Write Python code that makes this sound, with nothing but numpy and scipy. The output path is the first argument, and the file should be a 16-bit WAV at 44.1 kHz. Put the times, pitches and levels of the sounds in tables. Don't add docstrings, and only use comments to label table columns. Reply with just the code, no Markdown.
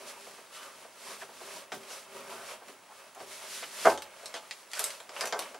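import sys
import numpy as np
from scipy import signal
from scipy.fft import rfft, irfft
from scipy.io import wavfile

SR = 44100
rng = np.random.default_rng(int(sys.argv[2]) if len(sys.argv) > 2 else 0)


def pcm_store(signal):
    levels = np.round(np.clip(np.atleast_2d(signal), -1, 1) * 32767)
    wavfile.write(sys.argv[1], SR, levels.astype(np.int16).T)


N = 246519
TIME = np.arange(N) / SR


def rustle():
    # frequency_hz, relative_db
    swish_colour = [(600, -23), (1500, -0.5), (2800, -2), (4000, -1), (5300, -0.5), (7000, -2.5),
                    (10000, -2), (12000, -6.5), (13500, -14), (16000, -23)]
    rub_colour = [(200, -24), (330, -18), (400, -7), (520, 2), (660, 3), (800, 0), (980, 1.5), (1150, -1.5),
                  (1400, 0), (2000, -5), (3200, -5.5), (6000, -40)]
    drag_colour = [(20, -48), (50, -43), (100, -7), (160, -6.5), (215, 1.5), (270, 4), (320, -8),
                   (385, 12.5), (480, -14), (800, -19)]
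    swish = from_db(1.58) * friction(effort(0), swish_colour, slips_per_s=24000, spread_db=0)
    rub = from_db(-3) * friction(effort(1), rub_colour, slips_per_s=1500, spread_db=-0.5)
    drag = from_db(-4) * friction(effort(2), drag_colour, slips_per_s=1000, spread_db=-0.5)
    return swish + shed(rub + drag, wet_db=1)


def effort(layer, swell_shape=1.68):
    # peak_s, rise_s, fall_s, swish_db, rub_db, drag_db
    strokes = [(0.03, .15, 0.11, -54.5, -50.5, -56.5), (0.086, 0.023, 0.046, -46.5, -51, -75),
               (0.25, 0.13, 0.22, -53.5, -55.5, -60), (0.56, 0.038, 0.045, -49, -55.5, -68),
               (0.63, 0.034, .09, -52, -51.5, -62), (0.821, 0.14, .075, -56.5, -58, -63),
               (1.12, .13, 0.061, -47, -49.5, -56.5), (1.22, .04, .04, -50, -54, -57.5),
               (1.57, 0.23, 0.065, -48.5, -49, -54), (1.744, .02, .04, -50.5, -53, -44.5),
               (1.83, .05, .05, -57, -53.5, -64), (1.93, 0.062, 0.1, -47, -51, -60.5),
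               (2.17, 0.069, 0.095, -52.5, -48, -51), (2.322, 0.064, 0.11, -50, -47, -50.5),
               (2.51, 0.092, 0.05, -47.5, -46, -58), (2.701, 0.069, 0.047, -58, -55.5, -55),
               (2.99, 0.095, 0.13, -58.5, -57.5, -68), (3.219, 0.041, 0.054, -55, -53.5, -51.5),
               (3.33, 0.059, 0.12, -47.5, -52.5, -60.5), (3.438, 0.039, .04, -51.5, -47, -62),
               (3.55, 0.091, 0.12, -42.5, -54.5, -59), (3.882, 0.15, 0.064, -39, -46.5, -53),
               (4.03, .03, .07, -64, -52.5, -63), (4.25, 0.16, 0.23, -56, -52, -67),
               (4.6, 0.19, 0.082, -57, -69, -79.5), (4.8, 0.064, 0.15, -42.5, -45, -63),
               (5.222, 0.081, .09, -45.5, -42.5, -63), (5.42, 0.071, 0.13, -53, -48, -57.5)]
    # swish_db, rub_db, drag_db
    fidget_db = (-66.5, -64, -77.5)
    power = from_db(fidget_db[layer]) ** 2
    for peak_s, rise_s, fall_s, *levels_db in strokes:
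        from_peak = np.abs(TIME - peak_s) / np.where(TIME < peak_s, rise_s, fall_s)
        swell = np.exp(-np.minimum(from_peak ** swell_shape, 20))
        power = power + (from_db(levels_db[layer]) * swell) ** 2
    return np.sqrt(power)


def friction(gain, colour, slips_per_s, spread_db):
    chance = np.minimum(slips_per_s * np.sqrt(rms_one(gain)) / SR, 1)
    sizes = from_db(spread_db * np.minimum(rng.exponential(1, N), 4)) * rng.standard_normal((2, N))
    slips = sizes * (rng.random(N) < chance) / np.sqrt(chance)
    return gain * coloured(ports(slips), colour)


def snaps(direct_db=6, wet_db=8.5, roof_echo_s=0.0047, roof_echo_db=-5.5, box_db=-8, crackle_s=0.0013):
    # start_s, relative_db, pitch_hz, bandwidth_hz
    releases = [(1.217, -33, 2000, 2030), (1.7198, -23, 2200, 4000), (1.7235, -25, 2660, 4000),
                (1.833, -37, 2500, 2000), (1.904, -31, 3500, 5000), (2.683, -34.5, 3900, 7000),
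                (3.149, -35.5, 5960, 9000), (3.2025, -33, 2210, 4000), (3.623, -50, 2280, 2500),
                (3.856, -16.5, 3370, 4000), (3.9, -20, 4900, 6000), (3.976, -23.5, 2600, 5000),
                (4.0216, -23.5, 4040, 7050), (4.2582, -22, 4460, 3600), (4.341, -22, 2770, 2980),
                (4.351, -25, 2980, 3000), (4.367, -27.5, 3000, 3000), (4.51, -19.5, 3540, 4100),
                (4.7158, -29.5, 4200, 6000), (4.734, -19, 3860, 5000), (4.753, -25, 4500, 5000),
                (4.772, -27, 5500, 8000), (4.7937, -11.5, 8460, 12300), (4.841, -10, 8000, 6600),
                (4.8457, -29, 7500, 5000), (4.905, -24, 3500, 6000), (5.0024, -30, 3040, 5900),
                (5.093, -29.5, 3460, 6000), (5.1648, -22.5, 1660, 1500), (5.2096, -13.5, 4570, 1800),
                (5.2562, -19, 5800, 4070), (5.273, -20.5, 4870, 8000), (5.325, -16.5, 2760, 3970),
                (5.3917, -16, 8000, 14700), (5.423, -25, 2630, 3000), (5.442, -40, 2980, 4950),
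                (5.5457, -32, 3070, 6900)]
    out, t = np.zeros((2, N)), TIME[:SR // 50]
    for start_s, relative_db, pitch_hz, bandwidth_hz in releases:
        crackle = 0.24 * rng.standard_normal(len(t)) * np.exp(-t / crackle_s)
        release = (t == 0) + crackle
        wire = resonance(release, pitch_hz, bandwidth_hz)
        box = from_db(box_db) * butter(release, [900, 3200], "band")
        snap = butter(wire + box, 3.8 * pitch_hz, "low")
        snap = butter(snap, 12800, "low", order=8)
        snap = from_db(relative_db) * snap / np.linalg.norm(snap)
        add(out, start_s, from_db(direct_db) * snap)
        add(out, start_s + roof_echo_s, from_db(roof_echo_db) * snap)
        add(out, start_s, from_db(wet_db) * reflections(snap))
    return out


def knocks(ring_db=-3, thud_db=5, thud_low_hz=390, thud_top_hz=1400):
    # start_s, relative_db, cutoff_hz, rebound_t60_s
    bumps = [(0.268, -39, 890, .02), (0.382, -37, 900, .05), (0.848, -40, 1500, 0.045),
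             (1.108, -39, 1200, .02), (1.22, -36.5, 2000, .02), (1.29, -39.5, 1500, .02),
             (1.41, -34, 895, .02), (1.7195, -31, 2300, 0.11), (1.738, -33, 600, .04),
             (1.904, -38, 1800, .02), (2.323, -38, 900, 0.11), (2.618, -40, 1400, .05),
             (2.684, -42, 1190, .02), (3.2035, -34, 1400, .02), (3.625, -35.5, 2200, 0.038),
             (3.8496, -16.5, 1096, .01), (3.854, -12.5, 2300, .01), (3.8587, -11.5, 1610, .01),
             (3.8657, -6, 580, .01), (3.869, -10, 2241, .01), (3.8815, -16.4, 1309, .01),
             (3.9193, -27, 2002, .02), (3.976, -34, 1510, .02), (4.229, -38.5, 900, 0.018),
             (4.341, -33, 1640, .17), (4.795, -31, 1610, 0.13), (5.003, -40.5, 2000, 0.023),
             (5.09, -37.5, 1200, 0.016), (5.164, -40, 2020, .02), (5.2102, -30.5, 1990, 0.17),
             (5.2359, -23.5, 1980, 0.041), (5.3252, -22.5, 2970, 0.057), (5.3447, -26.5, 1700, 0.17),
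             (5.393, -29, 1610, .03), (5.544, -34.5, 1690, 0.015)]
    force, scattered = np.zeros(N), np.zeros((2, N))
    for start_s, relative_db, cutoff_hz, rebound_t60_s in bumps:
        push = from_db(relative_db) * rattle(cutoff_hz, rebound_t60_s)
        thud = butter(push, thud_low_hz, "high", order=3)
        thud = butter(thud, thud_top_hz, "low", order=3) * SR / (2 * thud_top_hz)
        add(force, start_s, push)
        add(scattered, start_s, reflections(thud))
    return from_db(ring_db) * boards(force) + from_db(thud_db) * scattered


def rattle(cutoff_hz, t60_s, contacts=5, gap_s=0.012, unevenness=0.304):
    gaps_s = gap_s * (1 + unevenness * rng.uniform(-1, 1, contacts))
    force = np.zeros(SR // 8)
    for contact_s in np.cumsum(gaps_s) - gaps_s[0]:
        click = signal.unit_impulse(len(force), round(contact_s * SR))
        force += from_db(-60 * contact_s / t60_s) * butter(click, cutoff_hz, "low")
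    return force


def boards(force):
    # pitch_hz, relative_db, t60_s
    modes = [(74.7, -27.5, 0.54), (168, -35.5, 0.54), (232, -29.5, 0.35), (366.7, -22, 0.19),
             (413, -21, 0.17), (455, -9.5, 0.06), (507.3, -18, 0.27), (562, -26.5, 0.34), (660, -7.5, 0.13),
             (736, -9.5, 0.14), (770, -16, 0.057), (784, -24.5, 0.32), (860, -19.5, 0.39),
             (949, -16.5, 0.19), (1040, -20, 0.15), (1116, -27, 0.49), (1177, -8, 0.045),
             (1295, -22.5, 0.28), (1493, 0.5, 0.011), (1405, -36, 0.21), (1565, -15.5, 0.2),
             (1525, -11.5, 0.11), (1768, -14, 0.086), (2100, -17, 0.16), (2205, -18.5, 0.052)]
    rings = sum((-1) ** k * from_db(db) * ring(force, hz, t60_s)
                for k, (hz, db, t60_s) in enumerate(modes))
    return butter(rings, 250, "high")


def scrapes():
    # start_s, length_s, level_db, pitch_hz, bandwidth_hz
    slides = [(0.143, 0.067, -54.5, 950, 152), (0.497, 0.26, -52.5, 1220, 380),
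              (0.512, 0.16, -56, 2930, 700), (1.046, 0.077, -51, 990, 200), (1.211, 0.025, -47, 1790, 700),
              (1.895, 0.056, -51, 5700, 900), (2.219, 0.28, -58, 660, 90), (2.223, 0.29, -56, 1500, 250),
              (2.278, 0.084, -50, 960, 160), (2.886, 0.059, -53, 870, 180), (3.151, 0.046, -49.5, 810, 250),
              (3.619, 0.034, -41, 1930, 1760), (4.328, 0.075, -49.5, 3080, 2580),
              (4.755, 0.046, -43, 1470, 400)]
    out = np.zeros(N)
    for start_s, length_s, level_db, pitch_hz, bandwidth_hz in slides:
        size = round(length_s * SR)
        slips = rng.standard_normal(SR)[:size]
        lining = resonance(slips, pitch_hz, bandwidth_hz)
        lining = resonance(lining, pitch_hz, 2 * bandwidth_hz)
        swell = np.sqrt(np.hanning(size))
        add(out, start_s, from_db(level_db) * rms_one(lining) * swell)
    return shed(out, wet_db=-3)


def shed(x, wet_db):
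    return x + from_db(wet_db) * reflections(x)[:, :N]


def reflections(x, build_s=0.00067, wall_cut_hz=12000):
    # frequency_hz, t60_s
    shed_t60 = [(100, 0.43), (600, 0.21), (2000, 0.1), (6000, 0.16), (14000, 0.2)]
    t = TIME[:2 ** 14]
    wash, tail = rfft(port_noise(len(t))), 0
    octave = np.round(np.log2(np.maximum(bins(t), 200)))
    onset = 1 - np.exp(-t / build_s)
    for k in np.unique(octave):
        band = irfft(wash * (octave == k), len(t))
        envelope = onset * from_db(-60 * t / at_hz(shed_t60, 2 ** k))
        tail = tail + band * envelope / np.linalg.norm(envelope)
    return signal.fftconvolve(np.atleast_2d(x), butter(tail, wall_cut_hz, "low"), axes=1)


def background(air_db=-58, whine_db=-76.5, whine_hz=15625):
    # frequency_hz, relative_db
    air_colour = [(20, -34), (50, -17), (150, 2), (400, 5.5), (900, 11), (2000, 4.5), (5000, -3),
                  (11000, -2), (16000, -25)]
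    air = from_db(air_db) * coloured(port_noise(N), air_colour)
    whine = from_db(whine_db) * np.sqrt(2) * np.sin(2 * np.pi * whine_hz * TIME)
    return air + whine


def ports(pair):
    # frequency_hz, coherence (0 to 1)
    likeness = [(60, 0.89), (300, 0.95), (1400, 0.94), (3100, 0.89), (5000, 0.76), (8000, 0.27),
                (15000, 0.04)]
    mid, side = rfft(pair)
    coherence = at_hz(likeness, bins(pair))
    common = np.sqrt((1 + coherence) / 2) * mid
    opposed = np.sqrt((1 - coherence) / 2) * side * [[1], [-1]]
    return irfft(common + opposed, pair.shape[-1])


def port_noise(size):
    return ports(rng.standard_normal((2, size)))


def ring(force, hz, t60_s):
    radius, angle = from_db(-60 / (t60_s * SR)), 2 * np.pi * hz / SR
    return signal.lfilter([0, np.sin(angle)], [1, -2 * radius * np.cos(angle), radius ** 2], force + 1e-18)


def resonance(x, hz, width_hz):
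    return signal.lfilter(*signal.iirpeak(hz, hz / min(width_hz, SR / 3), fs=SR), x)


def butter(x, hz, kind, order=2):
    return signal.sosfilt(signal.butter(order, np.clip(hz, 10, .45 * SR), kind, fs=SR, output="sos"), x)


def coloured(x, spectrum):
    return rms_one(irfft(rfft(x) * from_db(at_hz(spectrum, bins(x))), x.shape[-1]))


def at_hz(points, hz):
    known_hz, values = np.transpose(points)
    return np.interp(np.log(hz + 1), np.log(known_hz), values)


def bins(x):
    return np.fft.rfftfreq(x.shape[-1], 1 / SR)


def from_db(db):
    return 10 ** (np.asarray(db) / 20)


def rms_one(x):
    return x / np.sqrt(np.mean(x ** 2) + 1e-20)


def add(track, start_s, sound):
    at = round(start_s * SR)
    track[..., at:at + sound.shape[-1]] += sound[..., :max(N - at, 0)]


def scene():
    return rustle() + scrapes() + snaps() + knocks() + background()


def record(dry, cutoff_hz=15900):
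    # frequency_hz, left_minus_right_db
    balance = [(100, -.5), (8000, -0.44), (14000, -3)]
    port_gains = from_db(at_hz(balance, bins(dry)) * [[.5], [-.5]])
    tilted = irfft(rfft(dry) * port_gains, N)
    return signal.sosfilt(signal.ellip(10, .1, 80, cutoff_hz, fs=SR, output="sos"), tilted)


dry = scene()
out = record(dry)
pcm_store(out)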